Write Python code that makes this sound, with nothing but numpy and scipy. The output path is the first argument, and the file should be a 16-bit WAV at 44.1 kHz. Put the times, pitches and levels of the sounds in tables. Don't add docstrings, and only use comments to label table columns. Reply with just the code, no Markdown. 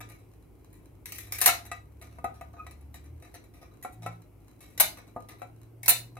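import sys
import numpy as np
from scipy import signal
from scipy.fft import rfft, irfft
from scipy.io import wavfile
from scipy.ndimage import uniform_filter1d

SR = 44100
rng = np.random.default_rng(int(sys.argv[2]) if len(sys.argv) > 2 else 0)


def wrap_up_sound(samples):
    columns = np.atleast_2d(samples).T
    tamed = np.clip(columns, -1, 1)
    steps = np.round(tamed * 32767).astype(np.int16)
    wavfile.write(sys.argv[1], SR, steps)


N = 273012
BENDING_HZ = 1235


def gain_of(db):
    return 10 ** (np.asarray(db) / 20)


def unit_rms(x):
    return x / np.sqrt(np.mean(x ** 2) + 1e-20)


def read(points, hz):
    table_hz, value = np.transpose(points)
    return np.interp(np.log(hz + 1), np.log(table_hz + 1), value)


def add(mix, start_s, sound):
    part = mix[:, max(round(start_s * SR), 0):][:, :sound.shape[1]]
    part += sound[:, :part.shape[1]]


def coloured(x, points):
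    size = x.shape[-1]
    log_gain = np.log(gain_of(read(points, abs(np.fft.fftfreq(2 * size, 1 / SR)))))
    kernel = np.fft.ifft(np.exp(np.conj(signal.hilbert(log_gain)))).real[:size]
    return signal.fftconvolve(x, kernel[None], axes=1)[:, :size]


# freq_hz, density_db
ROOM_TONE = [(15, -34), (25, -16), (108, -8), (212, -16.5), (301, -7), (516, -22.5), (840, -31.5),
             (1130, -34.5), (1790, -43), (2200, -37), (3920, -50), (4600, -48), (7110, -53.5), (12900, -50),
             (16000, -56.5)]
# freq_hz, correlation
ROOM_TONE_LIKENESS = [(60, 0.85), (150, 0.88), (400, 0.37), (1000, 0.45), (4000, 0.24)]


def room_tone(level_db=-53.5, patch_db=1.3):
    frames, hz = N // 512 + 5, np.fft.rfftfreq(2048, 1 / SR)
    noise = rng.standard_normal((5, frames, len(hz)))
    left, unrelated = noise[0] + 1j * noise[1], noise[2] + 1j * noise[3]
    likeness = read(ROOM_TONE_LIKENESS, hz)
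    right = likeness * left + np.sqrt(1 - likeness ** 2) * unrelated
    patches = uniform_filter1d(noise[4], size=16, axis=0)
    patches = unit_rms(uniform_filter1d(patches, size=8, axis=1))
    spectra = np.array([left, right]) * gain_of(read(ROOM_TONE, hz) + patch_db * patches)
    tone = signal.istft(spectra.transpose(0, 2, 1), nperseg=2048, noverlap=1536)[1][:, :N]
    return gain_of(level_db) * unit_rms(tone)


def wavering(hz, db):
    level_drift, phase_drift = signal.resample(.15 * rng.standard_normal((2, N // 4000)), N, axis=1)
    phase = 2 * np.pi * np.cumsum(hz * np.ones(N)) / SR
    return np.sqrt(2) * gain_of(db) * ((1 + level_drift) * np.sin(phase) + phase_drift * np.cos(phase))


# time_s, pitch_hz, level_db
HUM_DRIFT = [(0, 109.8, -51), (.55, 104, -66), (.95, 102.9, -62.5), (1.25, 102.5, -50.5), (2.6, 106.7, -58),
             (3.5, 102.8, -65), (4.9, 103.4, -58.5), (6.19, 120.1, -47.5)]
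# peak_s, half_length_s, pitch_hz, level_db
HUM_SURGES = [(3.153, 0.064, 80.4, -45), (4.084, 0.12, 111.8, -44)]


def machine_hum(fifth_db=-5):
    t = np.arange(N) / SR
    time_s, pitch_hz, level_db = np.transpose(HUM_DRIFT)
    out = wavering(np.interp(t, time_s, pitch_hz), np.interp(t, time_s, level_db))
    out += wavering(hz=53, db=-62 - 1.32 * t)
    for peak_s, half_length_s, hz, db in HUM_SURGES:
        swell = np.exp(-((t - peak_s) / half_length_s) ** 2)
        out += swell * (wavering(hz, db) + wavering(1.5 * hz, db + fifth_db))
    return out


def ringing_modes(hz, db, t60_s, spread_rad):
    t = np.arange(SR // 3) / SR
    phase_gap = spread_rad * rng.standard_normal(hz.shape) * np.minimum(hz / 1200, 1)
    fade = gain_of(db) * np.exp(-np.log(1000) * t / t60_s)
    return np.array([(fade * np.sin(2 * np.pi * hz * t + side * phase_gap)).sum(0) for side in (-.5, .5)])


# pitch_hz, level_db
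TILE_MODES = [(265, -14), (525, -6.5), (700, 3), (765, -3), (980, -10.5), (1235, 1.5), (1490, -12),
              (1950, -4.5), (2190, -0.5), (2360, -3.5), (2600, -5.5), (3700, -19.5), (3930, 0.5),
              (5250, -12.5), (5760, -5), (6060, -2), (7000, -6), (7750, 2.5), (9060, 4.5), (10110, 6),
              (10980, 6.5), (11750, 6), (12200, 0), (13020, 7), (13870, -3), (15300, 2.5)]
# freq_hz, level_db
TILE_CLACK = [(100, -30), (280, -4), (420, -8.5), (520, -1.5), (700, 3), (1500, -2), (2200, 3),
              (3300, -9.5), (4000, 1), (4600, -5.5), (7000, -2.5), (8200, -6.5), (9000, 5.5), (9700, -5),
              (12500, 1), (15500, -9)]


def tile_ring(grip, damping, clack_db, clack_t60_s, bending_db=0):
    hz, db = np.transpose(TILE_MODES)[:, :, None]
    hz = hz * np.where(hz < 1400, grip ** (hz / BENDING_HZ), 1)
    hz = hz * (1 + .008 * (hz > 11000) * rng.standard_normal(hz.shape))
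    is_bending = abs(hz / grip / BENDING_HZ - 1) < .1
    spot_db = bending_db * is_bending + 2.1 * rng.standard_normal(hz.shape)
    t60_s = .1 * (hz / 700) ** -.1 / damping
    modes = ringing_modes(hz, db + spot_db, t60_s, spread_rad=1.0)
    t = np.arange(modes.shape[1]) / SR
    noise = rng.standard_normal((3, len(t)))
    burst = (noise[0] + 1.3 * noise[1:]) * np.exp(-np.log(1000) * t / clack_t60_s)
    return unit_rms(modes) + gain_of(clack_db) * unit_rms(coloured(burst, TILE_CLACK))


def softened(force, corner_hz):
    return signal.sosfilt(signal.butter(1, corner_hz, fs=SR, output="sos"), force)


def grit(length_s, per_s, first_click):
    progress = np.arange(SR // 6) / SR / length_s
    chance, size = rng.random(len(progress)), rng.standard_normal(len(progress))
    clicks = (chance < per_s / SR) * size * np.exp(-progress ** 2)
    clicks /= np.linalg.norm(clicks) + 1e-9
    clicks[0] += first_click
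    return clicks


def contact(force, ring, body_db, clink_db, fizz_db, fizz_pan_db=0):
    sound = signal.fftconvolve(ring, force[None], axes=1)[:, :ring.shape[1]]
    sound = signal.sosfilt(signal.butter(2, 210, "high", fs=SR, output="sos"), sound)
    bands = []
    for db, hz, kind in (body_db, 1600, "low"), (clink_db, [1600, 6500], "band"), (fizz_db, 6500, "high"):
        band = signal.sosfilt(signal.butter(7, hz, kind, fs=SR, output="sos"), sound)
        bands.append(gain_of(db) * band / np.std(band[:, :SR // 40]))
    body, clink, fizz = bands
    return body + clink + fizz * gain_of([[fizz_pan_db / 2], [-fizz_pan_db / 2]])


def crumbs(level_db=-78, per_s=20, spread_db=4.5):
    chance, size = rng.random(N), np.minimum(rng.exponential(1, N), 3)
    clicks = softened((chance < per_s / SR) * gain_of(spread_db * size), corner_hz=4000)
    ring = tile_ring(grip=.98, damping=2.2, clack_db=10, clack_t60_s=.02)
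    return gain_of(level_db) * unit_rms(signal.oaconvolve(ring, clicks[None], axes=1)[:, :N])


# start_s, level_db, brightness_db, length_s
JAW_SCRAPES = [(0.005, -50, -4, 0.011), (0.089, -59.5, -0.5, 0.05), (0.728, -69, 4, 0.046),
               (1.269, -60.5, -0.5, 0.089), (1.652, -54.5, 0.5, 0.023), (2.014, -54, -3.5, 0.047),
               (2.341, -66, -4, 0.051), (2.537, -69.5, -19, 0.067), (2.71, -59.5, 1, 0.0059),
               (2.942, -54, -0.5, 0.021), (3.223, -59.5, -4.5, 0.053), (3.341, -53, -3, 0.016),
               (3.538, -65, -2, 0.051), (3.615, -60, -9.5, 0.025), (3.826, -54.5, 6, 0.019),
               (4.022, -55, -6, 0.039), (4.606, -59, 1, .08), (4.971, -54, -5, 0.022),
               (5.287, -53.5, -2, 0.036)]


def scrapes(slip_after_s=.098, slip_db=-13):
    out = np.zeros((2, N))
    for start_s, level_db, brightness_db, length_s in JAW_SCRAPES:
        for at_s, db in (start_s, level_db), (start_s + slip_after_s, level_db + slip_db):
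            ring = tile_ring(grip=.99, damping=1.5, clack_db=-3, clack_t60_s=.03)
            force = softened(grit(length_s, per_s=670, first_click=.47), corner_hz=4000)
            add(out, at_s, contact(force, ring, db - 4.5 - brightness_db, db, db - 3.5 + brightness_db))
    return out


# start_s, level_db, brightness_db, crumble_s, left_over_right_db
TILE_CRACKS = [(1.057, -47.5, -1.5, .05, 2.5), (1.1206, -45.5, -2.5, .07, 1), (1.184, -47, -2.5, .06, 4.5),
               (1.322, -39.5, -1, .045, -2.5), (1.385, -43.5, -0.5, .02, 1), (1.405, -45.5, 1.5, .01, -1.5),
               (1.4139, -30.5, 0.5, .03, 4), (1.4203, -34.5, -1, 0.06, 5), (1.4592, -22, 1.5, .02, 2.5),
               (1.476, -26, -2.5, 0.0068, -0.5), (4.777, -45, -5.5, .015, 2), (4.799, -26.5, 0, .01, 12),
               (4.8049, -27.5, -2, .01, -14), (5.831, -46.5, -3, .04, -1), (5.859, -42.5, -3, 0.0071, -7.5),
               (5.8803, -26.5, 1.5, .025, -5), (5.891, -31.5, 8, 0.011, -8.5),
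               (5.902, -32.5, 3.5, 0.007, 8)]


def cracks(reference_db=-30, reference_run_s=.0062, run_doubles_db=13):
    out = np.zeros((2, N))
    for start_s, level_db, brightness_db, crumble_s, left_over_right_db in TILE_CRACKS:
        excess_db = level_db - reference_db
        ring = tile_ring(grip=1, damping=.9, clack_db=5, clack_t60_s=.037)
        run = grit(reference_run_s * 2 ** (excess_db / run_doubles_db), per_s=1400, first_click=.98)
        crumble = gain_of(-2.5) * np.sqrt(crumble_s / .024) * grit(crumble_s, per_s=1600, first_click=0)
        body_db = level_db - 8.5 + .4647 * excess_db - brightness_db
        fizz_db = level_db - .1 + brightness_db
        add(out, start_s, contact(run + crumble, ring, body_db, level_db, fizz_db, left_over_right_db))
    return out


def machine_drone(start_s=1.1, end_s=3.16, fade_s=.1, hz_per_s=2.2, db_per_s=6):
    t = np.arange(N) / SR
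    running_s = np.clip(t, start_s, end_s) - start_s
    fade = np.clip(np.minimum(t - start_s, end_s - t) / fade_s, 0, 1)
    return fade * wavering(hz=68.3 + hz_per_s * running_s, db=-62 + db_per_s * running_s)


# start_s, level_db, bending_hz, bending_db, hardness_hz
JAW_KNOCKS = [(1.488, -32.5, 1331, 15.5, 4640), (1.538, -46, 1252, 12, 2000), (1.715, -39.5, 1232, 7, 3530),
              (2.185, -49.5, 1210, 1, 1700), (2.2426, -31, 1248, 2.5, 1500), (2.411, -44, 1217, 0, 1960),
              (2.666, -52.5, 1280, -0.5, 3700), (3.848, -37, 1358, 0.5, 1600),
              (4.0624, -35.5, 1326, 1.5, 1997), (5.1624, -36.5, 1220, -2, 701),
              (5.335, -63, 1210, 8.5, 1700), (5.418, -41, 1332, -7, 1750), (5.915, -41, 1354, -3.5, 800),
              (6.168, -49.5, 1220, 5.5, 2570)]


def knocks(bounce_s=.0057, bounce_force=.22, treble_db_per_octave=11):
    out = np.zeros((2, N))
    for start_s, level_db, bending_hz, bending_db, hardness_hz in JAW_KNOCKS:
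        grip = bending_hz / BENDING_HZ
        ring = tile_ring(grip, damping=1, clack_db=-6, clack_t60_s=.05, bending_db=bending_db)
        force = grit(length_s=.01, per_s=1500, first_click=1.8)
        force[round(bounce_s * SR)] += bounce_force
        force = softened(softened(force, hardness_hz), hardness_hz)
        treble_db = level_db + treble_db_per_octave * np.log2(hardness_hz / 2000)
        add(out, start_s, contact(force, ring, level_db, treble_db - 9.5, treble_db - 20.5))
    return out


def squeak(peak_s=2.603, rise_s=.0085, fall_s=.012, pitch_hz=1249, level_db=-39.5, octave_db=-9.5):
    t = np.arange(N) / SR - peak_s
    jitter = .012 * unit_rms(uniform_filter1d(rng.standard_normal(N), size=80))
    phase = 2 * np.pi * np.cumsum(pitch_hz * (1 + jitter)) / SR
    swell = np.exp(-np.minimum(abs(t) / np.where(t < 0, rise_s, fall_s), 20))
    tone = np.sin(phase) + gain_of(octave_db) * np.sin(2 * phase)
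    return np.sqrt(2) * gain_of(level_db) * swell * tone


# start_s, level_db
JAW_CLOSINGS = [(4.809, -32), (5.896, -24.5)]
# pitch_hz, level_db, t60_s
STEEL_MODES = [(2880, -8, .16), (3660, -3, .12), (4080, -3, .19), (4160, -3, .14), (4230, -6, .12),
               (8930, -1, .13), (10110, -2, .13)]


def jaws_closing():
    out = np.zeros((2, N))
    for start_s, level_db in JAW_CLOSINGS:
        ring = ringing_modes(*np.transpose(STEEL_MODES)[:, :, None], spread_rad=1.1)
        add(out, start_s, gain_of(level_db) * ring / np.std(ring[:, :SR // 40]))
    return out


# freq_hz, t60_s
ROOM_DECAY = [(200, 0.39), (800, 0.3), (2500, 0.24), (5000, .28), (9000, 0.22), (15000, 0.25)]
# freq_hz, gain_db
REFLECTION_COLOUR = [(200, 4), (800, 0.5), (3000, 6), (7000, 0.5), (12000, -6.5)]


def reflections(sound, build_s=.0072):
    hz, t, spectra = signal.stft(rng.standard_normal((2, SR // 2)), SR, nperseg=256)
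    colour = gain_of(read(REFLECTION_COLOUR, hz))[:, None]
    decay = np.exp(-np.log(1000) * t / read(ROOM_DECAY, hz)[:, None])
    tail = signal.istft(spectra * colour * decay, SR, nperseg=256)[1]
    tail *= 1 - np.exp(-(np.arange(tail.shape[1]) / SR / build_s) ** 2)
    return signal.fftconvolve(sound, tail / np.linalg.norm(tail[0]), axes=1)[:, :N]


def scene():
    breaking = cracks() + jaws_closing()
    knocking = knocks() + squeak()
    sliding = scrapes() + crumbs()
    direct = breaking + knocking + sliding
    direct[1] = np.roll(direct[1], 3)
    reflected = reflections(gain_of(-6.5) * breaking)
    reflected += reflections(gain_of(-10) * knocking + gain_of(-5.5) * sliding)
    return direct + reflected + machine_hum() + machine_drone() + room_tone()


# freq_hz, gain_db
MIC_LEFT = [(20, -16), (33, -9), (48, 3.5), (300, -5), (800, 2.5), (2400, 0.5), (4400, -2), (9000, 6),
            (12000, 7.5), (15000, -0.5)]
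MIC_RIGHT = [(20, -16.5), (33, -15.5), (48, 3), (300, -4.5), (800, 0.43), (2400, -2), (4400, -3), (9000, 3),
             (12000, 6), (15000, 10)]


def record(dry):
    hz = np.fft.rfftfreq(N, 1 / SR)
    response = gain_of([read(MIC_LEFT, hz), read(MIC_RIGHT, hz)])
    heard = irfft(rfft(dry) * response, N)
    lowpass = signal.firwin(255, cutoff=15850, window=("kaiser", 8), fs=SR)
    return signal.oaconvolve(np.tanh(heard), lowpass[None], "same")


dry = scene()
out = record(dry)
wrap_up_sound(out)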